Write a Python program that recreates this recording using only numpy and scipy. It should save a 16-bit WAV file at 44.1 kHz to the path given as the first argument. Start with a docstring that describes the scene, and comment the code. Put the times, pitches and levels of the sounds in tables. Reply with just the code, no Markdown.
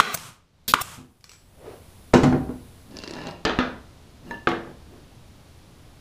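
"""A pneumatic nailer at work in a workshop, heard up close on one body-worn microphone.
Two shots come first, each a bang, a puff of exhaust and a dying hiss; valve air rushes ahead of the second.
The nailer bumps softly and clicks as it is lifted, then thuds, rattles and rocks to rest on the bench.
Then wooden strips are dragged, dropped and laid in place, and the joined frame rings.
Sleeves and hose rustle now and then, over shop noise and an air leak; the bangs hold the recorder's gain down."""
import sys
import numpy as np
from scipy import signal
from scipy.fft import rfft, irfft
from scipy.io import wavfile
from scipy.ndimage import uniform_filter1d, minimum_filter1d

SR = 44100
rng = np.random.default_rng(int(sys.argv[2]) if len(sys.argv) > 2 else 0)


def file_out(sig):
    """Save sig as 16-bit WAV at sys.argv[1]."""
    # one column per channel
    cols = np.atleast_2d(sig).T
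    # limit, then scale
    lim = np.clip(cols, -1, 1)
    pcm = np.round(lim * 32767).astype(np.int16)
    wavfile.write(sys.argv[1], SR, pcm)


N = 264820
TIME = np.arange(N) / SR
AGE = np.arange(SR) / SR  # the second that follows a blow
EDGE_HZ = 15330  # upper band edge of the recorder


def amp(db):
    """Decibels to gain."""
    return 10 ** (np.asarray(db) / 20)


def evened(x):
    """Scales to rms 1."""
    return x / np.sqrt(np.mean(x ** 2) + 1e-20)


def read(points, hz):
    """Reads a spectrum along a log-frequency axis."""
    f, value = np.transpose(points)
    return np.interp(np.log(hz + 1), np.log(f + 1), value)


def follow(curve, silence_db=-120):
    """Gain at every sample from rows (s, dB); practically silent before the first row."""
    return amp(np.interp(TIME, *np.transpose(curve), left=silence_db))


def add(mix, s, sound):
    """Mixes a sound in at time s."""
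    part = mix[max(round(s * SR), 0):][:len(sound)]
    part += sound[:len(part)]


def colour(x, spectrum, corner_hz=np.inf, size=4096):
    """Causal (minimum-phase) filter with the given spectrum, rolling off above a corner."""
    hz = abs(np.fft.fftfreq(size, 1 / SR))
    gain = amp(read(spectrum, hz)) / np.hypot(1, (hz / corner_hz) ** 2)
    taps = np.fft.ifft(np.exp(np.conj(signal.hilbert(np.log(gain))))).real
    return signal.fftconvolve(x, taps)[:len(x)]


def noise(spectrum, size=SR):
    """Steady coloured noise of rms 1."""
    gain = amp(read(spectrum, np.fft.rfftfreq(size, 1 / SR)))
    return evened(irfft(rfft(rng.standard_normal(size)) * gain, size))


def crowded(x, depth_db, width_hz):
    """Countless overlapping resonances: causal random peaks and dips about width_hz wide."""
    hz = np.arange(0, SR / 2, width_hz)
    heights = np.clip(rng.standard_normal(len(hz)), -2, 2)
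    return colour(x, np.c_[hz, depth_db * heights])


def air(spectrum, depth_db=6.5, width_hz=110):
    """Rushing air of rms 1, coloured by the cavities of the tool and the surfaces near it."""
    return evened(crowded(noise(spectrum), depth_db, width_hz))


# How the workshop dies away. Each row: band centre in Hz, t60 in s.
ROOM_DECAY = [(60, 0.95), (250, .5), (700, 0.51), (2000, 0.41), (5000, 0.37), (9000, .3), (16000, 0.28)]


def die_away(x, age):
    """Lets each band of a one-second sound fade as fast as the room swallows it."""
    hz, z = np.fft.rfftfreq(SR, 1 / SR), rfft(x)
    centres, t60s = np.transpose(ROOM_DECAY)
    out = np.zeros(SR)
    for share, t60 in zip(np.eye(len(centres)), t60s):
        band = irfft(z * read(np.c_[centres, share], hz), SR)
        out += band * np.exp(-np.log(1000) * age / t60)
    return out


def room_tail(build_s=0.0038):
    """Dense reflections of the shop, of energy 1."""
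    tail = die_away(rng.standard_normal(SR), AGE) * (1 - np.exp(-AGE / build_s))
    return tail / np.linalg.norm(tail)


def ring(modes, favoured_hz=1, favour_db=0, spread=0.042):
    """Dying modes; those that move most at the struck spot ring louder."""
    hz, db, t60 = np.transpose(modes)[:, :, None]
    db = db + favour_db * np.exp(-(np.log(hz / favoured_hz) / spread) ** 2)
    return (amp(db) * np.exp(-np.log(1000) * AGE / t60) * np.sin(2 * np.pi * hz * AGE)).sum(0)


def blow(spectrum, corner_hz, chatter_s, chatter_db, room_db, grain_db=3, grain_hz=70, size=1024):
    """First contact, brief chatter and the room, through the body's resonances; rms 1 over the attack."""
    chatter = rng.standard_normal(SR) * np.exp(-AGE / chatter_s)
    force = (AGE == 0) + amp(chatter_db) * chatter / np.linalg.norm(chatter)
    force = force + amp(room_db) * room_tail()
    sound = crowded(colour(force, spectrum, corner_hz), grain_db, grain_hz)
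    return sound / np.std(sound[:size])


def slips(per_s, uneven_db):
    """Random tiny jerks of uneven strength."""
    happens = rng.random(N) < per_s / SR
    boost_db = uneven_db * np.minimum(rng.exponential(1, N), 2)
    return rng.standard_normal(N) * happens * amp(boost_db)


def wander(step_s):
    """A random course between -1 and 1 that turns every step_s."""
    return np.interp(TIME / step_s, np.arange(SR), np.clip(rng.standard_normal(SR), -1, 1))


SHOP_DB = -48.5  # rms
# Steady noise of the shop. Each row: frequency in Hz, relative level in dB per Hz.
SHOP_SPECTRUM = [(20, -4), (45, -6), (75, 0.5), (120, -4), (190, -10), (300, -13.5), (480, -18),
                 (900, -21.5), (1800, -28), (3800, -28), (5500, -31.5), (8200, -37.5), (10500, -40.5),
                 (15500, -49)]
# Air leak at the hose coupling, louder while the nailer faces the microphone. Each row: time in s, level in dB.
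LEAK_LEVEL = [(.6, -80), (1.05, -59.5), (2.7, -60), (3.4, -70.5), (6, -67.5)]
# Colour of that leak. Each row: frequency in Hz, relative level in dB per Hz.
LEAK_SPECTRUM = [(2000, -29), (7000, -6), (10800, 3), (12500, -4.5), (15000, -4)]


def background():
    """The shop's low noise and the thin leak of the air line."""
    shop = amp(SHOP_DB) * noise(SHOP_SPECTRUM, size=N)
    leak = follow(LEAK_LEVEL) * noise(LEAK_SPECTRUM, size=N)
    return shop + leak


# Sleeves and hose sliding as the arms move.
# Each row: time of the peak in s, level in dB, half length in s, centre in Hz.
SWISHES = [(1.687, -38.5, 0.048, 450), (2.945, -42, 0.032, 250), (4.313, -40, 0.039, 220),
           (4.701, -47, 0.02, 348), (4.946, -47.5, 0.037, 306)]


def swishes(low_db=-20, high_db=-15, top_db=-44):
    """Soft rubbing that swells and fades with each arm movement."""
    out = np.zeros(N)
    for s, db, half_s, hz in SWISHES:
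        rub = noise([(hz / 3, low_db), (hz, 0), (hz * 2, high_db), (hz * 20, top_db)], size=N)
        out += amp(db) * rub / np.cosh((TIME - s) / half_s)
    return out


DRAG_STOP_S = 0.025
# A strip dragged over the bench, gathering speed until it stops.
# Each row: start in s, length in s, level at the end in dB.
DRAGS = [(2.897, 0.39, -39), (4.241, 0.1, -45)]


def strokes(growth):
    """Gain of the drags: a power of the strip's steadily rising speed, dying as the strip stops."""
    out = np.zeros(N)
    for s, length, db in DRAGS:
        speed = np.minimum(AGE / length, 1)
        stopping = np.exp(-np.maximum(AGE - length, 0) / DRAG_STOP_S)
        add(out, s, amp(db) * speed ** growth * stopping)
    return out


# Bending modes of a loose strip, free of the hand.
# Each row: frequency in Hz, level when struck in dB, t60 in s, level when rubbed in dB.
STRIP_MODES = [(934, 0, 0.28, 2), (1743, 2.5, 0.35, 1.5), (2763, -15.5, 0.16, 5), (3970, -14, 0.086, -1),
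               (5140, -22, 0.1, -4), (6400, -16, 0.05, -9)]


def gripped_modes(damping_s=0.007):
    """The strip's modes one by one, as rubbing wakes them and the hand damps them."""
    grip = np.exp(-AGE / damping_s)
    return [ring([(hz, rubbed_db, t60)]) * grip for hz, _, t60, rubbed_db in STRIP_MODES]


def strip_ring(split=0.015, twin_db=-8):
    """A strip bends in two planes, so each mode has a slightly higher twin that beats with it."""
    out = np.zeros(SR)
    for hz, db, t60, _ in STRIP_MODES:
        out += ring([(hz, db, t60), (hz * (1 + split), db + twin_db, t60)])
    return out


TICK_CORNER_HZ = 7000
# Colour of wood catching on wood. Each row: frequency in Hz, relative level in dB per Hz.
TICK_SPECTRUM = [(60, -2), (300, 20), (900, -0.5), (1800, 2.5), (2600, -2.5), (4500, 8.5), (6300, 0.5),
                 (8000, -6.5), (16000, -23)]
# Colour of the rubbing itself. 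Each row: frequency in Hz, relative level in dB per Hz.
DRAG_SPECTRUM = [(60, -3), (250, 13.5), (500, 7), (1300, 0), (2200, -7), (4000, -17), (7000, -32),
                 (16000, -34)]


def drag(ring_db=-8.0, wander_db=7, wander_s=0.022, waver_s=0.0002, catch_db=-11, room_db=-2):
    """Uneven slips and sparser bright catches; strip modes swell and waver as the contact moves along."""
    rub = slips(per_s=850, uneven_db=5)
    catches = slips(per_s=260, uneven_db=8)
    rung = np.zeros(N)
    for mode in gripped_modes():
        swelling = signal.fftconvolve(rub * amp(wander_db * wander(wander_s)), mode)[:N]
        # a wandering delay makes the pitch waver
        rung += np.interp(TIME + waver_s * wander(wander_s), TIME, swelling)
    direct = strokes(growth=1.2) * evened(colour(rub, DRAG_SPECTRUM))
    direct += amp(ring_db) * strokes(growth=0.59) * evened(rung)
    bright = evened(colour(catches, TICK_SPECTRUM, TICK_CORNER_HZ))
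    direct += amp(catch_db) * strokes(growth=0.22) * bright
    return direct + amp(room_db) * signal.fftconvolve(direct, room_tail())[:N]


# The sharpest catches and cracks of wood on wood. Each row: start in s, level in dB.
TICKS = [(2.969, -42), (2.988, -42), (3.021, -52), (3.037, -38.5), (3.0763, -38.5), (3.095, -47),
         (3.109, -38.5), (3.136, -39), (3.238, -49.5), (3.270, -40.5), (3.31, -45.5), (3.4517, -25.5),
         (3.5885, -34)]


def ticks():
    """Short bright blows of wood on wood, with little of the room."""
    out = np.zeros(N)
    for s, db in TICKS:
        tick = blow(TICK_SPECTRUM, TICK_CORNER_HZ, chatter_s=0.0021, chatter_db=14.0, room_db=-2.5)
        add(out, s, amp(db) * tick)
    return out


# bench ring under a firm knock, relative to the knock; duller knocks ring it more
KNOCK_BENCH_DB, FIRM_HZ, SOFT_DB_PER_OCTAVE = -17.5, 4000, 3
# Modes of the bench, for knocks and thuds alike. 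Each row: frequency in Hz, level in dB, t60 in s.
BENCH_MODES = [(65, -25, 0.62), (145, 0, 0.41), (188, -3, 0.25), (251.4, 8, 0.36), (285, -5.5, 0.35),
               (338, -1.5, 0.5), (387, -17, 0.13), (475, -5, 0.45), (570, -15, 0.37), (657, -12, 0.29),
               (764, -11, 0.65), (836, -11, 0.29)]
# Colour of a knock. Each row: frequency in Hz, relative level in dB per Hz.
KNOCK_SPECTRUM = [(25, -19), (70, -7), (120, -16.5), (190, -2.5), (480, -0.5), (750, -5.5), (1100, -5.5),
                  (1600, -4), (2300, -12.5), (3600, -11.5), (4250, -15.5), (5000, -22.5), (6500, -24.5),
                  (8500, -39), (16000, -54)]
# Strips knocking on the bench. Each row: start in s, level in dB, dulling corner in Hz, frequency that
# the struck spot favours in Hz, strip ring in dB relative to the knock, room in dB relative to first contact.
KNOCKS = [(3.4512, -20, 5500, 746, -13, 17), (3.495, -28.5, 5000, 657, -21, 11.5),
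          (3.5882, -21, 4000, 260, -36, 14.5), (4.310, -39.5, 2300, 188, 6, 12.5),
          (4.472, -18.5, 3340, 345, -20, 11.5), (4.515, -29, 2440, 475, -22, 13),
          (4.675, -47, 764, 145, -27, 15)]


def knocks():
    """Light strips clack on the bench; bench and strip ring on."""
    out = np.zeros(N)
    for s, db, corner_hz, spot_hz, strip_db, room_db in KNOCKS:
        clack = blow(KNOCK_SPECTRUM, corner_hz, chatter_s=0.0033, chatter_db=15,
                     room_db=room_db, grain_hz=54.9)
        add(out, s, amp(db) * clack)
        bench_db = KNOCK_BENCH_DB + SOFT_DB_PER_OCTAVE * np.log2(FIRM_HZ / corner_hz)
        add(out, s, amp(db + bench_db) * ring(BENCH_MODES, spot_hz, favour_db=16.5, spread=0.07))
        add(out, s, amp(db + strip_db) * strip_ring())
    return out


SEAT_S, SEAT_DB = 4.472, -28.5
# Modes of the strips pushed together into a frame. Each row: frequency in Hz, level in dB, t60 in s.
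FRAME_MODES = [(539, 2.5, 0.14), (732, 2.5, 0.32), (843, 2, 0.25), (1134, 2, 0.3), (1584, -4, 0.33),
               (2140, -5.5, 0.36), (2830, -16, 0.26), (3410, -11, 0.22)]


def frame():
    """A strip lands against its neighbour and the joined frame rings."""
    out = np.zeros(N)
    add(out, SEAT_S, amp(SEAT_DB) * ring(FRAME_MODES))
    return out


# Modes of the nailer's steel parts. Each row: frequency in Hz, level in dB, t60 in s.
STEEL_MODES = [(2353, -8, 0.18), (5570, -8.5, 0.17), (7630, -9, 0.36), (7785, -5, 0.38)]
# Colour of a click. Each row: frequency in Hz, relative level in dB per Hz.
CLICK_SPECTRUM = [(100, 1), (700, -7.5), (1400, -2), (2500, -3.5), (3800, -4), (5500, 0.5), (8000, -9),
                  (16000, -21)]
# Steel parts springing back or jolted. Each row: start in s, level in dB, steel ring in dB.
CLICKS = [(0.1742, -28, -54), (1.209, -54, -76), (1.242, -36.5, -46), (1.294, -38.5, -40),
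          (1.317, -41.5, -47), (1.334, -46.5, -42), (4.489, -43.5, -74)]


def clicks():
    """Steel parts of the nailer click and ring."""
    out = np.zeros(N)
    for s, db, steel_db in CLICKS:
        click = blow(CLICK_SPECTRUM, np.inf, chatter_s=0.0015, chatter_db=9.0, room_db=5.0)
        add(out, s, amp(db) * click + amp(steel_db) * ring(STEEL_MODES))
    return out


# Modes of the nailer's magazine. Each row: frequency in Hz, level in dB, t60 in s.
MAGAZINE_MODES = [(486, 8, 0.11), (630, 1.5, 0.15), (1050, -2, .2), (1445, -5.5, 0.24), (2130, -13.5, 0.13)]


def rattle(corner_hz, per_s=260, settle_s=0.019, uneven_db=4):
    """Ever weaker contacts ring the loose magazine; a duller thud wakes less of its treble."""
    contacts = slips(per_s, uneven_db)[:SR] * np.exp(-AGE / settle_s)
    rung = evened(signal.fftconvolve(contacts, ring(MAGAZINE_MODES))[:SR])
    return signal.lfilter(*signal.butter(2, min(corner_hz, EDGE_HZ), fs=SR), rung)


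THUD_BENCH_DB, RATTLE_DB = -6, -24  # relative to the thud; the rattle before its dulling
# Colour of a thud. Each row: frequency in Hz, relative level in dB per Hz.
THUD_SPECTRUM = [(30, -24), (65, -2.5), (100, -2.5), (170, -0.5), (260, 4), (380, -0.5), (560, -8.5),
                 (850, -10), (1450, -15.5), (2500, -23.5), (5000, -29.5), (7000, -30), (10000, -43),
                 (16000, -49)]
# The nailer bumping the work as it is lifted, then touching down and rocking to rest.
# Each row: start in s, level in dB, dulling corner in Hz, frequency that the struck spot favours in Hz.
THUDS = [(0.981, -32, 224, 145), (2.135, -18.5, 4950, 334), (2.138, -12.5, 8900, 338),
         (2.2336, -17.5, 12100, 145), (2.2414, -23.5, 3000, 145), (2.3252, -22.5, 1970, 145),
         (2.492, -33.5, 1530, 240)]


def thuds():
    """The heavy tool strikes wood, rings the bench and rattles."""
    out = np.zeros(N)
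    for s, db, corner_hz, spot_hz in THUDS:
        thud = blow(THUD_SPECTRUM, corner_hz, chatter_s=0.0087, chatter_db=18.5, room_db=17.5)
        add(out, s, amp(db) * thud)
        add(out, s, amp(db + THUD_BENCH_DB) * ring(BENCH_MODES, spot_hz, favour_db=4.0))
        add(out, s, amp(db + RATTLE_DB) * rattle(corner_hz))
    return out


# Colour of the valve air. Each row: frequency in Hz, relative level in dB per Hz.
FEED_SPECTRUM = [(40, -9), (90, -8.5), (480, -7.5), (850, -21.5), (1600, -13), (2400, -17.5), (3500, -2.5),
                 (5400, -6.5), (6500, -11.5), (9000, -14.5), (13600, -9), (16000, -14)]
# Air rushing through the trigger valve ahead of a shot. Each row: start in s, level in dB, length in s.
FEEDS = [(0.6789, -12, .044)]


def valve(fall_db_per_s=-220, open_s=0.00049, shut_db=-14):
    """A hiss that opens at once, sags as the pressure evens out and is cut short."""
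    out = np.zeros(N)
    for s, db, length in FEEDS:
        level_db = db + fall_db_per_s * AGE + shut_db * (AGE > length)
        opening = 1 - np.exp(-AGE / open_s)
        add(out, s, amp(level_db) * opening * air(FEED_SPECTRUM, depth_db=4.0))
    return out


def bang(hz=1210, peak_s=0.0013, width_s=0.00066, push_hz=480, push_db=-20, crack_db=-19,
         crack_s=0.0058, stop_s=0.0049, stop_db=-5, stop_width_s=0.000091):
    """The piston drives the brad in a few violent cycles over a slower push, then slaps its bumper."""
    lag = AGE - peak_s
    swing = np.exp(-(lag / width_s) ** 2 / 2) * np.cos(2 * np.pi * hz * lag)
    push = np.exp(-(lag / width_s / 2) ** 2 / 2) * np.cos(2 * np.pi * push_hz * lag)
    u = (AGE - stop_s) / stop_width_s
    slap = (1 - u ** 2) * np.exp(-u ** 2 / 2)
    crack_spectrum = [(100, 4.0), (500, 1.0), (3500, -7.5), (7000, -9.0), (16000, -22)]  # Hz, dB per Hz
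    crack = noise(crack_spectrum) * np.exp(-AGE / crack_s)
    return swing + amp(push_db) * push + amp(stop_db) * slap + amp(crack_db) * crack


WASH_DB, BLEED_DB = -31.5, -44  # relative to the bang
BLEED_S = 0.13  # how long the air bleeds before the room swallows it
# Colours of the wash, the puff and the bleeding air. Each row: frequency in Hz, relative level in dB per Hz.
WASH_SPECTRUM = [(50, -22), (200, -5), (480, -6), (760, -13), (1170, 4), (1800, -7.5), (2600, -7),
                 (4400, -14.5), (7000, -20), (12000, -31), (16000, -40)]
PUFF_SPECTRUM = [(30, 0), (100, 14), (250, -6), (700, -3.5), (1300, -8.5), (3000, -8.5), (6000, -7.5),
                 (9000, -5.5), (12000, -8.5), (16000, -0.5)]
BLEED_SPECTRUM = [(40, -7.5), (130, 9), (330, -9.5), (750, -7), (1200, 2.5), (1900, -8.5), (2700, -4.5),
                  (4500, -10.5), (7600, -8), (11000, -13), (16000, -23.5)]
# The two shots, close to the microphone.
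# Each row: start in s, bang level in dB, time of the exhaust puff in s, puff level in dB.
SHOTS = [(0.0001, 16.5, .1478, -5), (0.7377, 16, .817, -8.5)]


def shots(wash_fall_db_per_s=-35, wash_cut_s=0.0043, puff_width_s=0.0031, skirt_db=-10,
          skirt_s=.011, bleed_fall_db_per_s=-18):
    """Bang; its wash hangs in the room until the exhaust puffs; the rest of the air bleeds away."""
    out = np.zeros(N)
    for s, bang_db, puff_s, puff_db in SHOTS:
        add(out, s, amp(bang_db) * bang())
        since_puff = AGE - (puff_s - s)
        wash_gain = amp(bang_db + WASH_DB + wash_fall_db_per_s * AGE)
        wash_gain = wash_gain * np.exp(-np.maximum(since_puff, 0) / wash_cut_s)
        add(out, s, wash_gain * air(WASH_SPECTRUM, depth_db=4.5))
        puff = np.exp(-(since_puff / puff_width_s) ** 2 / 2)
        puff += amp(skirt_db) * np.exp(-abs(since_puff) / skirt_s)
        add(out, s, amp(puff_db) * puff * air(PUFF_SPECTRUM))
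        bleed = die_away(air(BLEED_SPECTRUM, depth_db=0.0), np.maximum(AGE - BLEED_S, 0))
        add(out, puff_s, amp(bang_db + BLEED_DB + bleed_fall_db_per_s * AGE) * bleed)
    return out


def scene():
    """All sources at the one microphone."""
    bed = background() + swishes()
    wood = drag() + ticks() + knocks() + frame()
    nailer = clicks() + thuds() + valve() + shots()
    return (bed + wood + nailer)[None]


LIMIT_DB, SENSE_S = -5, 0.0055  # threshold and averaging time
HOLD_S, RECOVER_DB_PER_S = 0.5, 23.5


def gain_control(x):
    """Cuts the gain by the excess over the threshold, holds it there, then recovers slowly."""
    power = uniform_filter1d(x ** 2, round(SENSE_S * SR), mode="constant")
    over_db = np.maximum(10 * np.log10(abs(power) + 1e-12) - LIMIT_DB, 0)
    hold = round(HOLD_S * SR)
    # the largest excess of the last HOLD_S
    held_db = -minimum_filter1d(-over_db, hold, origin=(hold - 1) // 2, mode="constant")
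    recovery_db = RECOVER_DB_PER_S * TIME
    cut_db = np.maximum.accumulate(held_db + recovery_db, axis=-1) - recovery_db
    return x / amp(cut_db)


def record(dry):
    """The bangs duck the gain and still overload the recorder; then the band limit."""
    clipped = np.clip(gain_control(dry), -1, 1)
    lowpass = signal.firwin(1023, EDGE_HZ, window=("kaiser", 9), fs=SR)
    return signal.oaconvolve(clipped, lowpass[None], "same")


dry = scene()
out = record(dry)
file_out(out)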